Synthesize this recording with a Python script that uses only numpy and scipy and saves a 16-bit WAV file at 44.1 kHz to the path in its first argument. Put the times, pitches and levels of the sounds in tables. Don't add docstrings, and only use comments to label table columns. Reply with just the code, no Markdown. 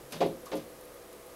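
import sys
import numpy as np
from scipy import signal
from scipy.io import wavfile

SR = 44100
rng = np.random.default_rng(int(sys.argv[2]) if len(sys.argv) > 2 else 0)


def store_wav(level_fs):
    pcm = np.round(np.clip(np.atleast_2d(level_fs), -1, 1) * 32767)
    wavfile.write(sys.argv[1], SR, pcm.T.astype(np.int16))


N = 59535
T = np.arange(N) / SR

# frequency in Hz, relative noise density in dB.
AIR_SPECTRUM = [(20, 7.5), (60, -4), (200, 0.5), (400, 1), (700, 0.5), (1200, -5), (1700, -5.5),
                (3000, -11.5), (7000, -13), (10500, -12), (12700, -9), (14000, -21), (16000, -6)]
# centre in Hz, width in Hz, level in dB.
CASING_RESONANCES = [(377, 73, -63.5), (504, 21, -55), (552.3, 9.7, -63), (653, 17, -73), (1085, 140, -67),
                     (1226, 8, -69)]
# multiple of the mains frequency, level in dB.
MAINS_HARMONICS = [(1, -69), (5, -64.5), (6, -62.5), (7, -64), (8, -60), (11, -64)]
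# start in seconds, level in dB.
HIGH_TICKS = [(0.809, -54), (0.852, -54), (0.940, -52.5), (1.127, -53), (1.262, -55.5)]

# start in seconds, level in dB, pitch in Hz,
# t60 (time to fall 60 dB) in seconds, roughness from 0 to 1.
WING_GRAZES = [(0.029, -52.5, 133, 0.43, 0.03), (0.13, -43.5, 660, 0.18, 1), (0.126, -44, 5020, 0.11, 0.3),
               (0.14, -39, 162, 0.25, 0.07), (0.124, -44, 245, 0.43, 0.3), (0.164, -50, 3700, 0.5, 0.4),
               (0.462, -48.5, 1094, 0.24, 0.94)]
# start in seconds, level in dB, tilt below 10 kHz in dB per octave,
# level of the pane's answer in dB.
WING_FLICKS = [(0.103, -48, -0.5, -67), (0.1174, -35.5, -1.5, -36), (0.148, -61, 14, -58),
               (0.256, -47, 2, -57), (0.452, -43, 2, -55), (0.548, -41.5, 9, -68), (0.563, -48, -2.5, -58)]
# frequency in Hz, relative noise density in dB.
FLICK_SPECTRUM = [(70, -29), (200, 2), (1000, -6.5), (2500, -5), (4000, -5.5), (5800, -2.5), (8500, -7),
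                  (12000, -1.5), (16000, -17)]
ANSWER_SPECTRUM = [(70, -35), (160, 5), (260, 8), (380, 2), (620, 10), (850, -5), (1150, -5.5), (2000, -17),
                   (5000, -16.5)]
# frequency in Hz, t60 in seconds.
FLICK_DECAY = [(1000, 0.23), (4000, 0.3), (7000, 0.049), (12000, 0.049)]
ANSWER_DECAY = [(160, 0.69), (1000, 0.61)]

# pitch in Hz in the first list, t60 in seconds in the second.
MODE_HZ = [175, 231, 258, 305, 343, 412, 447, 526, 540, 610, 657, 698, 800, 884, 978, 1013, 1120, 1195,
           1437, 3370, 3760]
MODE_T60 = [0.17, 0.41, 0.25, 0.23, 0.44, 0.2, 0.18, 0.41, 0.25, 0.063, 0.31, 0.19, 0.104, 0.092, 0.25,
            0.23, 0.21, 0.16, 0.21, 0.24, 0.24]
SPOT_MODE_DB = [
    [-5.5, -12, -11.5, -4, -9, 3, -5, -5, 2.8, -15, -3, 1.5, 0, -1, -12, -10.5, -12, -12, -20.5, -16, -17],
    [-9.5, -11.5, -15, 0, -16, -0.5, -10, -20, 0.69, -14, -7, -17, -30, -9.5, -28, -14.5, -33, -13.5, -16.5,
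     -20.5, -35],
]
PANE_GAPS_HZ = [203, 487, 838, 935]
# start in seconds, level in dB, Hz above which little is stirred.
BODY_PUSHES = [(0.2409, -26.5, 187), (0.2885, -33.5, 475)]
# start in seconds, level in dB, pitch in Hz.
BODY_JOLTS = [(0.1315, -34.5, 624), (0.2048, -24, 480), (0.2099, -18.5, 391), (0.2171, -15.5, 675),
              (0.2241, -21.5, 686), (0.2567, -21, 370), (0.2625, -21, 468), (0.326, -34, 353),
              (0.516, -32.5, 390), (0.5214, -31, 654), (0.5367, -32, 786), (0.5532, -24.5, 554)]
# start in seconds, levels of ring, thud and slap in dB,
# swell time and travel time at 1 kHz in seconds.
BODY_KNOCKS = [(0.2048, -31.5, -22.5, -28.5, 0.0065, 0.002946), (0.5156, -34.5, -31, -34.5, 0.015, 0.00413)]
# frequency in Hz, relative noise density in dB.
THUD_SPECTRUM = [(30, -46), (60, -12), (110, -2), (170, 3.5), (260, 5.5), (450, 8.5), (700, 3.5),
                 (1000, -0.5), (1500, -40), (3000, -59)]
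SLAP_SPECTRUM = [(60, -20), (300, -11), (1200, -1.5), (2400, -1.5), (3800, -5), (5000, -6.5), (6500, -14.5),
                 (9000, -26), (12000, -22), (16000, -35)]
# frequency in Hz, t60 in seconds.
THUD_DECAY = [(150, 0.6), (400, 0.35), (1000, 0.34)]
SLAP_DECAY = [(1500, 0.17), (3700, 0.27), (5500, 0.13), (10000, 0.053)]


def from_db(db):
    return 10 ** (np.asarray(db) / 20)


def at_hz(points, hz):
    freqs, values = np.transpose(points)
    return np.interp(np.log(hz), np.log(freqs), values)


def noise_bands():
    edges = 20 * 2 ** (np.arange(30) / 3)
    white = rng.standard_normal((2, N + SR // 2))
    for k, (low, high) in enumerate(zip(edges, edges[1:])):
        bandpass = signal.butter(2, [low, high], "band", fs=SR, output="sos")
        yield np.sqrt(low * high), signal.sosfilt(bandpass, white[k % 2])[-N:]


def resonant_noise(hz, width_hz):
    radius = np.exp(-np.pi * width_hz / SR)
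    feedback = [1, -2 * radius * np.cos(2 * np.pi * hz / SR), radius * radius]
    noise = signal.lfilter([1, 0, -1], feedback, rng.standard_normal(N + SR))[-N:]
    return noise / noise.std()


def envelope(start, rise, t60, hold=0):
    age = T - start
    attack = np.sin(np.pi / 2 * np.clip(age / rise, 0, 1))
    return attack * from_db(-60 * np.maximum(age - rise - hold, 0) / t60)


def room_tone(air_db=-43, mains_hz=60, waver=0.13):
    air = sum(band * from_db(air_db + at_hz(AIR_SPECTRUM, hz)) for hz, band in noise_bands())
    drone = sum(from_db(db) * resonant_noise(hz, width) for hz, width, db in CASING_RESONANCES)
    hum = np.zeros(N)
    for multiple, db in MAINS_HARMONICS:
        hz = multiple * mains_hz
        tone = np.sqrt(2) * np.sin(2 * np.pi * (hz * T + rng.random()))
        hum += from_db(db) * (tone + waver * resonant_noise(hz, width_hz=16))
    return air + drone + hum


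def high_ticks():
    bursts = sum(from_db(db) * envelope(start, rise=0.0023, t60=0.03) for start, db in HIGH_TICKS)
    return bursts * resonant_noise(11360, width_hz=1500)


def lateness(hz):
    return np.sqrt(1000 / hz)


def pane_mode(start, hz, rise, t60, hold=0, cling_s=0.276, cling_db=-8):
    grip = np.clip((T - cling_s) / 0.021, 0, 1)
    damping = from_db(cling_db * (start < cling_s) * grip)
    return damping * envelope(start, rise, t60, hold) * np.sin(2 * np.pi * hz * (T - start))


def wing_grazes(rise_cycles=1.1):
    out = np.zeros(N)
    for start, db, hz, t60, roughness in WING_GRAZES:
        rise = rise_cycles / hz
        tone = pane_mode(start, hz, rise, t60)
        scrape = envelope(start, rise, t60) * resonant_noise(hz, width_hz=0.12 * hz)
        out += from_db(db) * ((1 - roughness) * tone + roughness * scrape)
    return out


def wing_flicks(travel_s=0.0062, rise_s=0.0064, echo_db=-17.5):
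    out = np.zeros(N)
    for hz, band in noise_bands():
        late = lateness(hz)
        rise = rise_s * max(late, 1)
        octaves = min(np.log2(hz / 10000), 0)
        for start, db, tilt, answer_db in WING_FLICKS:
            arrival = start + travel_s * late
            direct = envelope(arrival, rise, at_hz(FLICK_DECAY, hz))
            echo = from_db(echo_db) * envelope(arrival, rise, t60=0.63)
            flick = from_db(db + at_hz(FLICK_SPECTRUM, hz) + tilt * octaves) * (direct + echo)
            answer = envelope(arrival, rise, at_hz(ANSWER_DECAY, hz))
            answer *= from_db(answer_db + at_hz(ANSWER_SPECTRUM, hz))
            out += band * np.hypot(flick, answer)
    return out


def trim_feathers(feathers, low_hz=70.4, high_hz=13300):
    thinned = signal.sosfilt(signal.butter(2, low_hz, "high", fs=SR, output="sos"), feathers)
    return signal.sosfilt(signal.butter(12, high_hz, fs=SR, output="sos"), thinned)


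def push_off(rise_cycles=1.8):
    out = np.zeros(N)
    for start, push_db, corner_hz in BODY_PUSHES:
        for hz, db, t60 in zip(MODE_HZ, SPOT_MODE_DB[0], MODE_T60):
            gain = from_db(push_db + db) / (1 + (hz / corner_hz) ** 4)
            out += gain * pane_mode(start, hz, rise_cycles / hz, t60)
    return out


def body_jolts(decay_cycles=7):
    return sum(from_db(db) * pane_mode(start, hz, rise=1 / hz, t60=decay_cycles / hz)
               for start, db, hz in BODY_JOLTS)


def knock_noise(gap_width_hz=31):
    out = np.zeros(N)
    for hz, band in noise_bands():
        late = lateness(hz)
        for start, _, thud_db, slap_db, swell, travel in BODY_KNOCKS:
            thud = envelope(start + travel * late, swell * late, at_hz(THUD_DECAY, hz))
            thud *= from_db(thud_db + at_hz(THUD_SPECTRUM, hz))
            slap = envelope(start, rise=0.0034, t60=at_hz(SLAP_DECAY, hz), hold=0.016)
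            slap *= from_db(slap_db + at_hz(SLAP_SPECTRUM, hz))
            out += band * np.hypot(thud, slap)
    for hz in PANE_GAPS_HZ:
        out = signal.lfilter(*signal.iirnotch(hz, hz / gap_width_hz, fs=SR), out)
    return out


def knock_ring(hold_at_1khz_s=0.0093):
    out = np.zeros(N)
    for (start, ring_db, _, _, swell, travel), spot_db in zip(BODY_KNOCKS, SPOT_MODE_DB):
        for hz, db, t60 in zip(MODE_HZ, spot_db, MODE_T60):
            late = lateness(hz)
            rise = swell * late ** 0.51
            hold = hold_at_1khz_s * min(late, 1.7) ** 1.63
            out += from_db(ring_db + db) * pane_mode(start + travel * late, hz, rise, t60, hold)
    return out


def scene():
    body = knock_ring() + knock_noise() + body_jolts() + push_off()
    flicks = trim_feathers(wing_flicks())
    return (body + flicks + high_ticks() + wing_grazes() + room_tone())[None]


def record(dry, cutoff_hz=15750):
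    return signal.sosfilt(signal.ellip(12, .1, 80, cutoff_hz, fs=SR, output="sos"), dry)


dry = scene()
out = record(dry)
store_wav(out)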